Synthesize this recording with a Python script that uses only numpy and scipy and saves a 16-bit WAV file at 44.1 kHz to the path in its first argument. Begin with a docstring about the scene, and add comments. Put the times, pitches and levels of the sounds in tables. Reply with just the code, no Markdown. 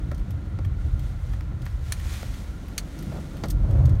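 """Inside a slowly moving car, microphone at the driver's seat, close to the steering wheel.
From the start engine and tyres rumble through the body, trim knocks and small loose parts tick.
The driver turns the wheel and the rim hisses through a hand; microphone handling clicks once at 1.4 s.
The indicator cam snaps in the column at 1.9 s and again at 2.8 s, with the hiss loudest in between.
Near the end come a hard knock and a rattle, and the rumble swells over rough ground."""
import sys
import numpy as np
from scipy import signal
from scipy.fft import rfft, irfft
from scipy.io import wavfile
from scipy.ndimage import uniform_filter1d

SR = 44100
rng = np.random.default_rng(int(sys.argv[2]) if len(sys.argv) > 2 else 0)


def put_to_file(sound):
    """Save the sound as 16-bit audio at rate SR, in the file named by the first command-line argument."""
    columns = np.atleast_2d(sound).T  # one column per channel
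    safe = np.clip(columns, -1, 1)
    whole_steps = np.round(safe * 32767)
    wavfile.write(sys.argv[1], SR, whole_steps.astype(np.int16))


N = 176400
TIME = np.arange(N) / SR


def amp(db):
    """Decibels to gain."""
    return 10 ** (np.asarray(db) / 20)


def unit(x):
    """Scales to rms 1."""
    return x / np.sqrt(np.mean(x ** 2) + 1e-20)


def read(points, hz):
    """Reads a spectrum on a log-frequency axis."""
    point_hz, db = np.transpose(points)
    return np.interp(np.log(hz + 1), np.log(point_hz + 1), db)


def level(points):
    """Gain over time from points of seconds and dB."""
    return amp(np.interp(TIME, *np.transpose(points)))


def add(mix, start_s, sound):
    """Mixes a sound in at its start time."""
    part = mix[round(start_s * SR):][:len(sound)]
    part += sound[:len(part)]


def colour(x, spectrum, tilt_db=0, size=4096):
    """Causal filter with the given spectrum, tilted by so many dB an octave."""
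    hz = abs(np.fft.fftfreq(size, 1 / SR))
    octaves = np.log2(np.maximum(hz, 200) / 1000)
    gain = unit(amp(read(spectrum, hz) + tilt_db * octaves))
    minimum_phase = np.exp(np.conj(signal.hilbert(np.log(gain + 1e-5))))
    taps = np.fft.ifft(minimum_phase).real
    return signal.fftconvolve(x, taps[:size // 2])


def noise(spectrum):
    """Steady noise of rms 1 with the given spectrum."""
    gain = amp(read(spectrum, np.fft.rfftfreq(N, 1 / SR)))
    return unit(irfft(rfft(rng.standard_normal(N)) * gain, N))


def wander(rate_hz):
    """Random drift of rms 1, mostly slower than rate_hz."""
    gain = np.exp(-(np.fft.rfftfreq(N, 1 / SR) / rate_hz) ** 2)
    return unit(irfft(rfft(rng.standard_normal(N)) * gain, N))


def steady(x, span_s):
    """Evens out swells slower than span_s."""
    power = abs(uniform_filter1d(x ** 2, max(int(span_s * SR), 2)))
    return x / np.sqrt(power + 1e-9)


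def burst(rise_s, t60_s):
    """A contact in plastic: dense vibration that rises fast and dies away."""
    t = np.arange(SR // 6) / SR
    grain = steady(rng.standard_normal(len(t)), span_s=.001)
    attack = np.minimum(t / rise_s, 1)
    decay = amp(-60 * np.maximum(t - rise_s, 0) / t60_s)
    return grain * attack * decay


def light_contacts(events, spectrum):
    """Small parts touch with a thin, bright ring."""
    out = np.zeros(N)
    for start_s, db, rise_s, tilt_db in events:
        add(out, start_s, amp(db) * colour(burst(rise_s, t60_s=.045), spectrum, tilt_db))
    return out


def rim_slide():
    """The rim rubs along skin and sleeve: fine friction grains that swell and ebb with the turn."""
    # Hiss of the rubbing. Each row: frequency in Hz, level in dB.
    friction_spectrum = [(310, -19), (720, -1.5), (1450, -1), (2050, 2), (2650, -2), (3450, -1), (4500, -3),
                         (4950, -4.5), (6400, -4), (8100, -8), (9550, -7), (10450, -13), (12100, -10),
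                         (13400, -15.5), (15700, -16), (17100, -51)]
    # The rim's passage through the hand. Each row: time in seconds, level in dB.
    slide_levels = [(0, -64), (.76, -71), (.81, -60), (.96, -63), (1.06, -55.5), (1.17, -62), (1.3, -57),
                    (1.44, -64), (1.54, -73), (1.67, -56.5), (1.8, -61.5), (1.87, -51.5), (2.0, -50.5),
                    (2.14, -42), (2.29, -50.5), (2.39, -50.5), (2.54, -58), (2.85, -56.5), (3.02, -52.5),
                    (3.3, -54.5), (3.45, -56.5), (3.56, -65), (3.75, -59.5), (4, -67)]
    grains = rng.standard_normal(N) * amp(2.0 * wander(rate_hz=2100))
    hiss = unit(colour(grains, friction_spectrum)[:N])
    flutter = amp(0.21 * wander(rate_hz=21))
    return hiss * level(slide_levels) * flutter


def indicator_snaps(rise_s=.0008):
    """The indicator cam rides over its pawl: a bright crack, then the ring of the column's casing."""
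    # Resonances of cam and casing. Each row: frequency in Hz, level in dB.
    cam_spectrum = [(210, -33), (880, -19), (1180, -4.5), (1980, -3.5), (2850, -7), (3350, -3.5),
                    (3850, -4), (4150, 4), (4650, 4), (5050, -7), (6250, -1.5), (8050, -9.5), (9850, -2),
                    (10450, -11), (11100, -8), (13400, -16), (15750, -18), (17100, -51)]
    # Snaps of the cam. Each row: start in seconds, crack level in dB, ring level in dB.
    snaps = [(1.922, -21, -26.5), (2.779, -28, -21.3)]
    out = np.zeros(N)
    for start_s, crack_db, ring_db in snaps:
        crack = colour(burst(rise_s, t60_s=.014), cam_spectrum, tilt_db=.9)
        ring = colour(burst(rise_s, t60_s=.041), cam_spectrum)
        add(out, start_s, amp(crack_db) * crack + amp(ring_db) * ring)
    return out


def knocks_and_handling_click(split_hz=850):
    """Dull knocks in the trim, and one short, dry click of microphone handling at 1.4 s."""
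    # Tone of knocks and click. Each row: frequency in Hz, level in dB.
    impact_spectrum = [(110, -9), (205, 3), (340, 5), (440, -2), (530, 3.5), (660, 2.5), (830, -1),
                       (1130, -6), (1380, 0), (1560, -9), (1820, -5), (2250, -9.5), (2880, -22),
                       (3380, -18), (4480, -17), (7100, -24), (10600, -33), (15700, -35), (17100, -71)]
    # Knocks and click. Each row: start in seconds, level in dB, T60 in seconds, tilt in dB per octave.
    impacts = [(.1146, -31, .042, -.6), (.5872, -33, .042, -.6), (1.3325, -42, .04, 1.5),
               (1.4084, -35.5, .005, 3), (1.6638, -34.5, .016, 1.7), (2.2292, -29.5, .013, 1.3),
               (3.171, -42, .04, 0), (3.4362, -21.7, .082, -.3)]
    low, high = (signal.butter(2, split_hz, kind, fs=SR) for kind in ("low", "high"))
    out = np.zeros(N)
    for start_s, db, t60_s, tilt_db in impacts:
        bass = signal.lfilter(*low, burst(rise_s=min(.005, t60_s / 10), t60_s=t60_s))
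        treble = signal.lfilter(*high, burst(rise_s=.001, t60_s=.62 * t60_s))  # dies sooner
        add(out, start_s, amp(db) * colour(bass + treble, impact_spectrum, tilt_db))
    return out


def wheel_ticks():
    """Plastic parts in the steering wheel touch, about three times a second."""
    # Ring of the plastic. Each row: frequency in Hz, level in dB.
    plastic_spectrum = [(500, -22), (1250, -3), (1500, -7), (1800, 3), (2200, -7), (2500, -3), (2750, -9),
                        (3200, 0), (3900, -12), (4400, -8), (7500, -13), (9300, -10), (10400, -22),
                        (12350, -3), (13400, -18), (15600, -15), (17000, -50)]
    # Ticks. Each row: start in seconds, level in dB, rise in seconds, tilt in dB per octave.
    ticks = [(.3055, -46, .002, 1), (.645, -45.5, .005, -2), (.9925, -47, .002, .5), (1.334, -45, .003, -4),
             (1.652, -48, .003, 2), (1.663, -42, .001, -6), (1.996, -46, .003, -2), (2.339, -46, .002, 0),
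             (2.681, -48, .003, -1), (3.024, -45, .002, 1), (3.3665, -47, .003, -1), (3.708, -49, .002, .5)]
    return light_contacts(ticks, plastic_spectrum)


def loose_rattles():
    """Loose parts, perhaps keys, jostle and clink."""
    # Ring of the loose parts. Each row: frequency in Hz, level in dB.
    rattle_spectrum = [(800, -18), (2000, -4), (2700, -8), (3350, 0), (3800, -4), (4450, 2), (5000, -3),
                       (6400, 2), (7500, -9), (8100, -3), (9200, -2), (10400, -13), (12000, -1),
                       (13400, -11), (15100, -6), (15800, -14), (17000, -55)]
    # Clinks. Each row: start in seconds, level in dB, rise in seconds, tilt in dB per octave.
    clinks = [(.1141, -53, .001, 3), (.1456, -51, .001, 0), (.177, -54, .003, 0), (.192, -56, .003, -2),
              (1.6177, -48, .002, -3), (2.9876, -46, .002, 0), (3.455, -47, .002, 1),
              (3.4832, -42, .001, 0), (3.4985, -34.5, .008, 3.5), (3.8545, -42.5, .001, -1),
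              (3.8935, -48, .001, -1.5), (3.951, -54, .001, -3)]
    return light_contacts(clinks, rattle_spectrum)


def road_noise():
    """Engine and road shake the body: rumble, cabin boom, panel drone and tyre roar."""
    # Tone of each layer, deepest first. Each row: frequency in Hz, level in dB.
    rumble_spectrum = [(10, -44), (20, -21), (30, -11), (38, -2), (46, 1), (55, 1), (63, -7), (81, -29),
                       (160, -70), (1000, -140)]
    boom_spectrum = [(34, -44), (56, -11), (66, -1), (76, 3.5), (86, -4), (97, 1), (113, -8), (130, -3.5),
                     (149, -17), (260, -42), (520, -70), (3000, -140)]
    drone_spectrum = [(90, -36), (145, 3.5), (175, 4.5), (210, 1), (240, -8), (300, -2.5), (380, -13.5),
                      (520, -22.5), (1000, -70), (4000, -130)]
    tyre_spectrum = [(200, -20), (330, -1), (400, -1), (455, -5), (550, 2), (700, -5), (950, -11),
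                     (1250, -13), (1800, -23), (3500, -35), (12000, -80)]
    # Swells of each layer as the car rolls on. Each row: time in seconds, level in dB.
    rumble_levels = [(0.0, -29.5), (0.18, -33), (0.21, -22.5), (0.28, -42), (0.87, -26), (1.26, -33),
                     (1.3, -26), (1.57, -38), (1.74, -30.5), (3.42, -39.5), (3.5, -21), (3.84, -24),
                     (3.9, -52), (3.94, -20), (4.0, -46)]
    boom_levels = [(0.0, -35.5), (0.09, -25), (0.21, -40), (0.36, -23.5), (0.41, -35.5), (0.71, -22),
                   (0.79, -38), (0.85, -24), (1.14, -30.5), (2.1, -32), (2.24, -38), (2.28, -23),
                   (2.34, -36.5), (3.02, -42), (3.1, -31.5), (3.31, -41), (3.84, -14), (4.0, -20.5)]
    drone_levels = [(0.0, -39.5), (1.18, -44.5), (1.25, -60), (1.28, -39), (1.37, -45), (1.64, -39.5),
                    (1.69, -55), (1.74, -47.5), (2.95, -41), (3.03, -34.5), (3.33, -40.5), (3.39, -37.5),
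                    (3.94, -34), (4.0, -52)]
    tyre_levels = [(0, -57), (1.7, -58), (2.15, -55), (2.5, -57), (3.1, -52), (3.16, -43), (3.26, -51),
                   (3.58, -52), (3.74, -39), (3.88, -42), (4, -48)]
    rumble = steady(noise(rumble_spectrum), span_s=0.25) * level(rumble_levels)
    boom = steady(noise(boom_spectrum), span_s=0.099) * level(boom_levels)
    drone = steady(noise(drone_spectrum), span_s=0.18) * level(drone_levels)
    tyres = noise(tyre_spectrum) * level(tyre_levels) * amp(2.4 * wander(rate_hz=50))
    return rumble + boom + drone + tyres


def engine_hum(waver=0.01208, fade_s=0.24):
    """Faint, wavering tones of the running engine come and go."""
    # Engine tones. Each row: frequency in Hz, level in dB, start and end in seconds.
    tones = [(76.4, -43.5, -1, 2.4), (254.8, -54, 2.2, 3.65), (179.2, -49, 6, 2.9)]
    out = np.zeros(N)
    for hz, db, start_s, end_s in tones:
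        cycles = np.cumsum(hz * (1 + waver * wander(rate_hz=3.52))) / SR
        inside_s = np.minimum(TIME - start_s, end_s - TIME)
        gate = np.clip(inside_s / fade_s + .5, 0, 1)  # stays shut for the tone starting at 6 s
        out += amp(db) * gate * np.sqrt(2) * np.sin(2 * np.pi * cycles)
    return out


def cabin_air(rush_db=-54, whine_db=-63):
    """Steady rush of air in the cabin, with a faint, fuzzy whine."""
    # The broad rush and the narrow whine. Each row: frequency in Hz, level in dB.
    rush_spectrum = [(300, -25), (450, -8), (530, -3), (620, -9), (720, -5), (900, -10), (1020, -7),
                     (1200, -10), (1400, -5), (1550, -11), (2070, -11.5), (2450, -18), (3500, -19),
                     (4500, -22), (4800, -27), (6400, -25.5), (7500, -30), (9500, -31), (10400, -38),
                     (12000, -35), (16000, -39), (17000, -65)]
    whine_spectrum = [(1150, -45), (1310, -10), (1395, 0), (1470, -10), (1650, -45), (3000, -90)]
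    return amp(rush_db) * noise(rush_spectrum) + amp(whine_db) * noise(whine_spectrum)


def cabin_reflections(x, wet_db=-16):
    """Adds short, well damped reflections from the nearby glass and dashboard."""
    tail = burst(rise_s=0.012, t60_s=.07)
    return x + amp(wet_db) * signal.fftconvolve(x, tail / np.linalg.norm(tail))[:N]


def scene():
    """Everything heard from the driver's seat, in mono."""
    contacts = indicator_snaps() + knocks_and_handling_click() + wheel_ticks() + loose_rattles()
    background = road_noise() + engine_hum() + cabin_air()
    return (background + rim_slide() + cabin_reflections(contacts))[None]


def record(dry, low_cut_hz=25, top_hz=15950):
    """The microphone's low cut and the recorder's band limit."""
    low_cut = signal.butter(3, low_cut_hz, "high", fs=SR, output="sos")
    band_limit = signal.firwin(511, top_hz, window=("kaiser", 9), fs=SR)
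    return signal.oaconvolve(signal.sosfilt(low_cut, dry), band_limit[None], "same")


dry = scene()
out = record(dry)
put_to_file(out)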